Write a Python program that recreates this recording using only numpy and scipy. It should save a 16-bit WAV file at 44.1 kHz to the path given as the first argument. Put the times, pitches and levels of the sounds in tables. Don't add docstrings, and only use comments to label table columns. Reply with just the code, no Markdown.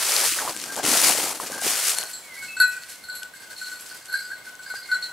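import sys
import numpy as np
from scipy import signal
from scipy.fft import rfft, irfft, next_fast_len
from scipy.io import wavfile
from scipy.ndimage import uniform_filter1d, map_coordinates

SR = 44100
rng = np.random.default_rng(int(sys.argv[2]) if len(sys.argv) > 2 else 0)


def voltage_ratio(level):
    return 10 ** (np.asarray(level, float) / 20)


def generate_wav(sig):
    pcm = np.round(np.clip(np.atleast_2d(sig).T, -1, 1) * 32767).astype(np.int16)
    wavfile.write(sys.argv[1], SR, pcm)


N = 226193
HOP = 32

# [f/Hz, level/dB, t60/s]
LOW_BELL_MODES = [(1509, -6, 0.19), (1488, 0, 0.28), (1922, -21.5, 0.84), (3740, -18, 0.076),
                  (4084, -13.5, 0.34), (4350, -13, 0.42), (4340, -2, 0.18), (7550, -3, 0.36),
                  (7710, -0.5, 0.21), (11290, 1.5, 0.077), (11380, -2, 0.11), (8200, -7, 0.15),
                  (11800, -7, 0.1), (13310, -12, 0.065)]
HIGH_BELL_MODES = [(1572, 3.5, 0.15), (1547, -13.5, 0.33), (2170, -27, .2), (4400, 2, 0.22),
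                   (4837, -1, 0.38), (7780, -3, 0.3), (8300, -6.5, 0.23), (11600, -3, 0.12),
                   (12900, -15, 0.12), (14250, -19, .06)]
LOW_COLLAR = (LOW_BELL_MODES, [3000, 6000, 10000])
HIGH_COLLAR = (HIGH_BELL_MODES, [3000, 4600, 6000])


def evened(x):
    return x / np.sqrt(np.mean(x ** 2) + 1e-20)


def smooth_noise(*widths):
    x = rng.standard_normal(N)
    for width in widths:
        x = uniform_filter1d(x, size=width)
    return evened(x)


def read(points, hz):
    f, value = np.transpose(points)
    return np.interp(np.log(hz + 1), np.log(f + 1), value)


def curve(rows):
    s, *columns = np.transpose(rows)
    return [np.interp(np.arange(N) / SR, s, c) for c in columns]


def coloured(x, points):
    size = next_fast_len(N, True)
    gain = voltage_ratio(read(points, np.fft.rfftfreq(size, 1 / SR)))
    return irfft(rfft(x, size) * gain, size)[..., :N]


def left_right(mid, side):
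    return np.array([mid + side, mid - side])


def add(mix, s, sound):
    part = mix[..., round(s * SR):][..., :sound.shape[-1]]
    part += sound[..., :part.shape[-1]]


def placed(x, pan_db):
    return x * voltage_ratio(np.array([pan_db / 2, -pan_db / 2]).reshape(2, -1))


def ring(hz, t60, rise=0.00026):
    t = np.arange(int(min(0.7 * t60, 0.3) * SR) + 8) / SR
    decay_per_s = np.log(1000) / t60
    return np.exp((2j * np.pi * hz - decay_per_s) * t).imag * np.minimum(t / rise, 1)


def blurred(rows, width_hz):
    hz, db = curve(rows)
    t = np.arange(N) / SR
    pole = np.exp(-np.pi * width_hz / SR)
    two_poles = np.convolve([1, -pole], [1, -pole])
    slow = signal.lfilter([1], two_poles, [1, 1j] @ rng.standard_normal((2, N)))
    tone = evened((slow * np.exp(2j * np.pi * np.cumsum(hz) / SR)).real)
    return tone * voltage_ratio(db + 4.5) * (t > rows[0][0]) * (t < rows[-1][0])


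def stroke(start, end, start_db, end_db, fall_db_per_s, rise_s):
    t = np.arange(0, N, HOP) / SR
    times = [start, (start + end) / 2, end + 1e-4, end + 2]
    levels = [start_db, (start_db + end_db) / 2, end_db, end_db - 2 * fall_db_per_s]
    return (voltage_ratio(np.interp(t, times, levels)) * np.clip(1 + (t - start) / rise_s, 0, 1)) ** 2


def in_db(power):
    return np.interp(np.arange(N), np.arange(0, N, HOP), 10 * np.log10(power + 1e-12))


def footwork():
    # [heel t/s, toe t/s, heel level/dB, toe level/dB, fall/(dB/s)]
    step_rows = [
        (0.0, 0.28, -29.5, -26.5, 77),
        (0.884, 1.085, -27.5, -22.5, 500),
        (1.116, 1.316, -28, -37, 402),
        (1.682, 1.702, -27.5, -27, 88),
        (1.78, 1.894, -33, -26, 179),
        (2.0, 2.026, -47, -46, 37),
    ]
    # [t/s, level/dB, crispness (highs re rustle)/dB]
    scuff_rows = [(.5, -42, -15), (.56, -49, 1), (.6, -39, -4), (.64, -40.5, -2.5), (.74, -41, -1),
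                  (.8, -41, -15), (.845, -35, -7), (.69, -43.5, -3), (1.36, -42.5, 1), (1.41, -42.5, 3),
                  (1.63, -31.5, -0.5), (1.47, -39.5, -2), (1.54, -44, -3), (1.59, -46, -6),
                  (1.98, -38, 0.5), (2.1, -43.5, 2.5)]
    # [from t/s, to t/s, first level/dB, last level/dB, ground thud re level/dB]
    press_rows = [(0.0, 0.024, -35, -28, -27), (0.063, 0.26, -32.5, -29, -18),
                  (0.366, 0.5, -34.5, -27.5, -15), (0.53, 0.7, -46.5, -46, -0.5),
                  (.65, 0.75, -44.5, -43, -3), (.72, 1.04, -44, -38, -6), (0.786, 0.8, -26, -29, -11),
                  (0.85, 0.955, -26.5, -28, -4), (0.942, 1.105, -31, -24, -10),
                  (1.11, 1.25, -32, -32, -7.5), (1.24, 1.32, -33.5, -33, -11),
                  (1.32, 1.37, -40, -39.5, -5.5), (1.43, 1.7, -42.5, -48, -3),
                  (1.424, 1.414, -31, -25, -16), (1.52, 1.564, -35, -36, -2.5),
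                  (1.588, 1.6, -31, -60, -9.5), (1.653, 1.75, -30.5, -35, -9.5),
                  (1.769, 2.06, -35, -40, -20), (1.901, 3.1, -50.5, -70, -8)]
    # [t/s, level/dB]
    paw_rows = [(2.349, -47), (2.435, -45.5), (2.52, -54), (2.605, -42.5), (2.72, -47.5), (2.825, -48.5),
                (2.901, -44), (3.045, -56), (3.16, -49.5), (3.21, -65), (3.36, -53), (3.43, -53),
                (3.51, -48), (3.59, -45), (3.66, -45.5), (3.71, -48.5), (3.8, -47.5), (3.87, -45.5),
                (3.95, -48.5), (4.059, -51), (4.135, -46), (4.21, -50.5), (4.3, -55), (4.455, -49.5),
                (4.629, -52), (4.69, -53), (4.75, -46), (4.87, -52), (4.92, -48), (5.03, -47.5)]
    step_crisp_db, far_crisp_db, still_db = -0.27, -0.5, -66.5
    steps = sum(stroke(*row, rise_s=0.051) for row in step_rows)
    far = voltage_ratio(2 * still_db) + sum(stroke(s, s, db, db, 102, 0.022) for s, db in paw_rows)
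    scuffs = np.array([stroke(s, s, db, db, 242, 0.035) for s, db, _ in scuff_rows])
    presses = np.array([stroke(*row[:-1], 422, 0.029) for row in press_rows])

    bright = steps * voltage_ratio(2 * step_crisp_db) + far * voltage_ratio(2 * far_crisp_db)
    bright = bright + voltage_ratio(2 * np.transpose(scuff_rows)[2]) @ scuffs
    thud = voltage_ratio(2 * np.transpose(press_rows)[-1]) @ presses
    level_db = in_db(steps + far + scuffs.sum(0))
    weight_db = in_db(presses.sum(0))
    return level_db, in_db(bright) - level_db, weight_db, in_db(thud) - weight_db


def crackle(per_s, spread_db, hiss, clump_db, count=8):
    t = np.arange(128) / SR
    clumps = voltage_ratio(clump_db * smooth_noise(260))
    size = voltage_ratio(spread_db * np.minimum(rng.exponential(1, N), 3.6))
    size = size * (rng.random(N) < clumps * per_s / SR)
    kind = rng.integers(count, size=N)
    out = hiss * np.sqrt(clumps) * rng.standard_normal((2, N))
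    for k, direction in enumerate(np.linspace(-1.6, 1.6, count)):
        decay_s = rng.uniform(0.0001, 0.0032)
        burst = evened(rng.standard_normal(len(t)) * np.exp(-t / decay_s))
        fractures = signal.oaconvolve(size * (kind == k), burst)[:N]
        out += np.array([[1], [direction]]) * fractures * 0.081
    return evened(out)


def snaps(level_db):
    # [t/s, peak level/dB, f/Hz]
    near_snaps = [(0.1207, -17.5, 5030), (0.1652, -16, 4100), (0.285, -23, 6000), (0.3, -34, 6160),
                  (0.338, -26.5, 2600), (0.393, -26, 6800), (0.574, -31.5, 8100), (0.64, -32, 5440),
                  (0.661, -41, 7000), (0.7248, -43, 9150), (0.852, -27, 2900), (0.916, -21, 6450),
                  (1.002, -17, 5860), (1.016, -14, 8700), (1.089, -27, 9000), (1.123, -24, 2850),
                  (1.549, -39.5, 8200), (0.5652, -26.5, 7200), (0.6002, -34, 3950), (0.616, -33, 7170),
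                  (0.758, -37, 3230), (0.7645, -31, 7500), (0.8894, -35, 7260), (0.9326, -20, 8800),
                  (0.9752, -30, 6250), (1.0926, -16, 8900), (1.107, -25, 7340), (1.12, -31, 6840),
                  (1.3508, -48, 9000), (1.44, -39, 9000), (1.5207, -34.5, 6300), (1.6158, -27.5, 9100),
                  (1.659, -30, 6650), (1.8543, -24, 6750), (1.872, -16.5, 9620), (1.881, -17, 9600),
                  (1.894, -18, 9900), (1.9023, -22, 8860), (1.949, -28.5, 9300), (1.986, -17, 8780),
                  (2.0296, -32, 3050), (0.8325, -33, 3290), (0.848, -35, 2040), (1.509, -43, 9900),
                  (1.047, -18, 5270), (1.078, -27, 7000), (0.213, -22, 5600), (0.249, -35, 6500),
                  (0.495, -34, 4570), (1.928, -31, 8460), (2.012, -28, 7500), (2.037, -27.5, 9500)]
    # [t/s, peak level/dB, f/Hz]
    far_snaps = [
        (2.836, -35.5, 4420),
        (3.2315, -33, 3130),
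        (3.2335, -28, 9800),
        (4.495, -44, 5200),
        (3.8, -49, 6300),
        (3.863, -39, 4400),
        (4.057, -36, 8900),
        (4.554, -41.5, 6360),
        (4.754, -37, 4700),
    ]
    rows = near_snaps + far_snaps
    out, t = np.zeros((2, N)), np.arange(256) / SR
    for (s, db, hz), noise in zip(rows, rng.standard_normal((len(rows), len(t)))):
        gain = voltage_ratio(db - level_db[round(s * SR)] + 1.5) * np.array([[1], [0.3]])
        crack = np.gradient(uniform_filter1d(noise, size=2)) * np.exp(-t / 0.0003)
        add(out, s, gain * evened(crack) * 0.15)
        add(out, s, gain * ring(hz, t60=15 / hz, rise=0.0001) * 1.4)
    return out


def leaves():
    # [f/Hz, density/dB]
    litter = [(35, -57), (60, -32.5), (278, -8.5), (393, -3.5), (442, -2), (753, -0.5), (1020, -1.5),
              (2300, -2), (3410, -3.5), (5170, -1), (6800, -0.5), (9240, 2), (15400, -10.5)]
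    # [f/Hz, side re mid/dB]
    litter_side = [(60, -32), (180, -58), (550, -12.5), (1650, -24), (4970, -4.5), (15000, -1.5)]
    # [t/s, left re right/dB]
    sideways = [(0.0, 2), (0.37, 1), (0.88, 3.5), (2.03, 2), (2.29, -0.5), (3.87, 0), (4.21, -1),
                (4.53, -1), (4.71, -1), (5.13, 2)]
    level_db, crisp_db, weight_db, thud_db = footwork()
    mid, side = crackle(per_s=2200, spread_db=5.5, hiss=0.99, clump_db=2.5)
    both = np.array([mid, coloured(side, litter_side) * voltage_ratio(-3.0)])
    both = coloured(both + snaps(level_db), litter)

    thuds = coloured(both, [(300, 0), (480, -26.5)])
    lows = coloured(both, [(900, 0.0), (2200, -15)]) - thuds
    highs = coloured(both, [(6000, -25.0), (8500, -0.5)])
    body = both - thuds - lows - highs
    rustle = evened(body) * voltage_ratio(level_db - 0.73)
    rustle = rustle + evened(highs) * voltage_ratio(level_db + np.minimum(crisp_db, 4.5) + 0.93)
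    ground = evened(lows) * voltage_ratio(weight_db - 7.5)
    ground = ground + evened(thuds) * np.array([[1], [0.45]]) * voltage_ratio(weight_db + thud_db - 4.0)
    turn = voltage_ratio(np.array([[0.5], [-0.5]]) * curve(sideways)[0])
    return left_right(*rustle) * turn + left_right(*ground) * turn ** 0.28


def knocks():
    # [t/s, peak level/dB, f/Hz]
    knock_rows = [(0.389, -10.5, 1600), (0.42, -25, 892), (0.451, -19, 710), (0.495, -19, 940),
                  (0.477, -13, 1100), (0.777, -17, 950), (0.797, -13, 730), (0.846, -17.5, 298),
                  (0.882, -19, 260), (0.929, -15.5, 610), (1.123, -33, 744), (1.15, -18.5, 590),
                  (1.074, -16, 840), (1.186, -17, 510), (1.2, -16, 900), (1.24, -29, 760), (1.1, -15, 790),
                  (.952, -14, 700), (0.96, -17, 1500), (1.4, -13, 1060), (.92, -23, 320), (0.32, -30, 324),
                  (1.263, -18, 780), (1.304, -21, 930), (1.5, -23, 534), (1.621, -19.5, 720),
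                  (1.665, -16.5, 416), (4.74, -28, 820), (4.739, -42, 437), (4.74, -26, 1190)]
    out = np.zeros(N)
    for s, db, hz in knock_rows:
        add(out, s, ring(hz, t60=14 / hz, rise=0.41 / hz) * voltage_ratio(db - 2.0))
    return placed(out, 2.2)


def scrape():
    # [t/s, f/Hz, level/dB]
    path = [
        (.38, 1660, -46),
        (.392, 1683, -35),
        (.41, 1301, -38),
        (.43, 832, -43),
        (.455, 760, -41),
        (.48, 1033, -41),
        (.5, 772, -39),
        (.52, 690, -54),
    ]
    return blurred(path, width_hz=410)


def muted(sound, share):
    free_s, mute_s, mute_db = 0.0059, 0.0087, -4.5
    t = np.arange(len(sound)) / SR
    return sound * voltage_ratio(share * mute_db * np.clip((t - free_s) / mute_s, 0, 1))


def clapper_blows():
    # [t/s, peak level/dB, 2nd, 3rd, 4th mode family re hum/dB]
    blows = [(1.959, -31, -20, -16, -12), (1.967, -42.5, 12.5, -6, -6), (1.986, -37, 10.5, -7, 0),
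             (2.0825, -50, -13, -13, -3), (2.134, -45, 11, 14.5, -2), (2.38, -53, 4, -8, 5),
             (2.465, -50, 11, -8, -8), (2.4244, -37.5, -0.5, -5, -18), (2.5425, -65, -21, -8, -34),
             (2.5682, -26.5, -7.5, -13, -30), (2.602, -6.5, -5, -17.5, -15.5),
             (2.6799, -25.5, -17, -10.5, -9), (2.7621, -32, -23, -15, -27), (2.802, -38.5, -17, -16, -20),
             (2.9148, -41.5, -18, -18, -5), (3.039, -38, 2, -14, -8), (3.0862, -30.5, -12, -11.5, -18),
             (3.1293, -38, -2, -8, -8), (3.1542, -33.5, 0.5, -6, -1.5), (3.22, -30, -26, -19, -19),
             (3.499, -40.5, -7, -8, -23), (3.5812, -48.5, 20, -6, -4), (3.6153, -29.5, -2.5, -10.5, -22),
             (3.6445, -41, 8, -14, -19), (3.6683, -37.5, -2, -13, -11), (3.716, -29, -6.5, -13, -20),
             (3.81, -43.5, -15, 2, 2), (3.913, -33.5, -11, -24, -30), (4.0841, -38, 1.5, -24, -7),
             (4.1287, -25, -3.5, -21, -12.5), (4.303, -34.5, -22, -21, -33), (4.4657, -35.5, -14, -24, -23),
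             (4.499, -38.5, -13, -25, -27), (4.592, -35, -13, -13, -27), (4.635, -45.5, 6.5, -1, -17),
             (4.701, -26, -8, -17, -18), (4.788, -32, -9, -30, -18), (4.8294, -41, 1, -22, -16),
             (4.8893, -29.5, -11, -21, -29), (4.9156, -15, -7, -28, -27), (5.0262, -38, 15, -8, -28),
             (5.081, -34.5, -30, -19, -30), (5.112, -35, -24, -17, -24),
             (1.7507, -32, -14, -25, -20), (2.024, -38, -12, -18, -18), (2.1414, -43, 11, -4, -6),
               (2.82, -48, 4, -10, -12), (2.9, -48, 9, -8, -8), (3.099, -40.5, 11, -12, -10),
               (3.184, -42, 3, -3, -1), (3.565, -50, 13, -4, -8), (4.174, -39.5, 6, -8, -6),
               (4.944, -24.5, -10, -20, -34), (2.639, -24, -16, -10, -26), (3.76, -38.5, -3, -14, -14)]
    # [t/s, peak level/dB, 2nd, 3rd, 4th family re hum/dB]
    high_blows = [(2.852, -44, -13, -14, -14), (2.8875, -44, -17, -16, -1), (3.3374, -36, -19, -22, -11),
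                  (3.3614, -42, -4, -12, -8), (3.405, -44, -6, -19, -4), (3.4326, -40.5, -7, -17, -14),
                  (3.5138, -41, -9, -14, -17), (3.8998, -45, -2, 5, -15), (4.0975, -36.5, -24, -23, -19),
                  (4.1396, -21.5, -15, -22, -21), (4.1875, -34.5, -3.5, -3, -12),
                  (4.3171, -32, -27, -33, -25), (4.3874, -47, -16, -10, -7), (4.4496, -45, -10, -18, -15),
                  (4.6634, -33.5, -18, -8, -20), (4.7568, -28, -15, -5.5, -18), (4.848, -44, -8, -16, -21)]
    # [t/s, peak level/dB, 2nd family re hum/dB]
    far_blows = [(.545, -24, -22), (0.634, -24.5, -20), (0.678, -23, -22), (0.7, -16.5, -20),
                 (0.731, -23, -22), (0.788, -18, -22), (1.433, -20.5, -12), (1.47, -29, -6),
                 (1.5266, -19, -15), (1.555, -18, -14), (1.5773, -19, -20), (1.611, -21, -20)]
    free_db, damping_per_db = -18, 0.02
    upper_mute = 0.53
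    rows = [(*LOW_COLLAR, 1.4, *row) for row in blows]
    rows += [(*HIGH_COLLAR, -2.8, *row) for row in high_blows]
    rows += [(*HIGH_COLLAR, -0.8, s, db - 14.0, upper_db, -25, -22) for s, db, upper_db in far_blows]
    jitters = rng.uniform(-1.17, 1, (len(rows), len(LOW_BELL_MODES)))
    out = np.zeros((2, N))
    for (modes, edges, pan_db, s, db, *family_db), jitter in zip(rows, jitters):
        length = max(1 - damping_per_db * max(db - free_db, 0), 0.1)
        for (f, mode_db, t60), j in zip(modes, jitter):
            family = np.searchsorted(edges, f)
            family_gain_db = [0, *family_db][family] + 1.1 * (family > 0)
            gain = voltage_ratio(db + mode_db + family_gain_db + 0.91 * j - 2.0)
            tone = ring(f * (1 + 0.0027 * j), t60 * length, rise=6.8 / f)
            tone = muted(tone, upper_mute if family else 1)
            add(out, s - 0.0018, placed(tone, pan_db) * gain)
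        add(out, s, ring(9790, t60=0.0091) * voltage_ratio(db + family_db[-1] + 7.5))
        add(out, s, ring(4600, t60=0.006) * voltage_ratio(db + family_db[0] - 19.5))
    return out


def clapper_chatter():
    # [t/s, level/dB]
    chatter = [(1.9, -51), (1.95, -30.5), (2.03, -30), (2.17, -46), (2.45, -41), (2.62, -60), (2.77, -35),
               (2.89, -53), (3.81, -43), (3.99, -43), (4.15, -31), (4.33, -36), (4.45, -54), (4.59, -44),
               (4.85, -46), (5.13, -51)]
    ticks = voltage_ratio(1.9 * rng.exponential(1, (2, N))) * (rng.random((2, N)) < 110 / SR)
    ticks = ticks * (np.arange(N) > chatter[0][0] * SR)
    out = np.zeros((2, N))
    for train, (modes, edges), pan_db in zip(ticks, (LOW_COLLAR, HIGH_COLLAR), (1.2, -2.4)):
        body = np.zeros(SR // 3)
        for f, mode_db, t60 in modes:
            add(body, 0, ring(f, t60, rise=4.4 / f) * voltage_ratio(mode_db - 4.7 * np.searchsorted(edges, f)))
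        rattle = signal.oaconvolve(train * voltage_ratio(curve(chatter)[0] - 19), body)[:N]
        out += placed(rattle, pan_db)
    return out


def bells():
    sway_s, flutter_db = 3.2e-5, 2.02
    still = clapper_blows() + clapper_chatter()
    flutter = smooth_noise(250, 250)
    arrival = np.arange(N) + sway_s * SR * smooth_noise(900, 600)
    swung = np.array([map_coordinates(channel, [arrival], order=3) for channel in still])
    return swung * voltage_ratio(flutter_db * flutter)


def bird():
    # [t/s, f/Hz, level/dB]
    notes = [
        [(2.22, 2310, -52), (2.24, 2274, -53.5), (2.34, 2040, -41.5), (2.375, 1964, -47)],
        [(2.37, 2230, -42), (2.39, 2190, -39.5), (2.44, 2204, -44.5), (2.48, 2160, -43)],
        [(2.48, 2610, -13), (2.492, 2615, -36.5), (2.61, 2604, -37.5), (2.65, 2514, -44), (2.7, 2463, -50),
         (2.8, 2390, -55)],
    ]
    out = np.zeros(N)
    for rows in notes:
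        s, hz, db = np.transpose(rows)
        t = np.arange(s[0], s[-1], 1 / SR)
        tremble = 1 + 0.0051 * evened(uniform_filter1d(rng.standard_normal(len(t)), size=400))
        note = np.sin(2 * np.pi * np.cumsum(np.interp(t, s, hz) * tremble) / SR)
        add(out, s[0], voltage_ratio(np.interp(t, s, db) + 2.5) * note * signal.windows.tukey(len(t), 0.12))
    return out


def far_bell():
    # [t/s, f/Hz, level/dB]
    jingles = [
        (2.97, 2100, -57),
        (3.38, 2114, -61),
        (3.99, 2080, -61),
        (4.2, 2174, -54),
        (4.39, 2120, -57),
        (4.7, 2170, -53.5),
        (4.9, 2126, -49),
    ]
    rise_s, dip_db = 0.101, 15.5
    rows = []
    for s, hz, db in jingles:
        rows += [(s - rise_s, hz, db - dip_db), (s, hz, db)]
    rows.append((s + 2 * rise_s, hz, db - dip_db))
    return blurred(rows, width_hz=105)


def trunks(x, t60):
    t = np.arange(SR) / SR
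    taps = rng.choice([-1., 1.], SR) * (rng.random(SR) < 1500 / SR)
    taps = taps * voltage_ratio(-60 * t / t60) * (t > 0.006)
    taps = np.array([taps, taps * np.where(rng.random(SR) < 0.06, -1, 1)])
    return signal.fftconvolve(x[None], taps / np.linalg.norm(taps[0]), axes=1)[:, :N]


def air():
    # [f/Hz, density/dB]
    spectrum = [(20, -22), (60, -12), (200, -4), (600, 0.5), (1200, -0.5), (2500, -6), (3400, -4),
                (6000, -10.5), (10000, -12.5), (16000, -13.5)]
    # [f/Hz, side re mid/dB]
    width = [(40, -26), (150, -9), (1000, -5.5), (4000, -2.5), (12000, -4)]
    level_db, flicker_db = -49.5, 1.7
    mid, side = rng.standard_normal((2, N))
    mid, side = coloured(np.array([mid, coloured(side, width)]), spectrum)
    return voltage_ratio(level_db + flicker_db * smooth_noise(2500)) * evened(left_right(mid, side))


def wind():
    # [t/s, level/dB]
    puff_rows = [
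        (0.0, -52),
        (.31, -49),
        (.57, -56),
        (0.911, -81.5),
        (2.48, -54),
        (3.06, -63),
    ]
    breeze_db = -64
    lumps = coloured(rng.standard_normal((2, N)),
                     [(15, -23), (50, -12.5), (110, -7.0), (300, -11.0), (600, -62)])
    puffs = sum(stroke(s, s, db, db, fall_db_per_s=110, rise_s=0.15) for s, db in puff_rows)
    level_db = in_db(puffs + voltage_ratio(2 * breeze_db)) - 5.0
    return evened(left_right(lumps[0], 0.08 * lumps[1])) * voltage_ratio(level_db)


def scene():
    ground = leaves() + knocks() + scrape()
    background = far_bell() + air() + wind()
    metal, song = bells(), bird()
    scatter = voltage_ratio(-0.5) * trunks(metal.mean(0), t60=0.13) + voltage_ratio(-3.0) * trunks(song, t60=0.59)
    return ground + metal + song + scatter + background


def low_pass(x):
    return signal.sosfilt(signal.butter(12, 16820, fs=SR, output="sos"), x)


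def record(dry):
    soft = 0.95 * np.tanh(dry / 0.95)
    lowpass = signal.firwin(401, 15750, window=("kaiser", 8), fs=SR)
    band = signal.oaconvolve(soft, lowpass[None], "same")
    return low_pass(band)


dry = scene()
out = record(dry)
generate_wav(out)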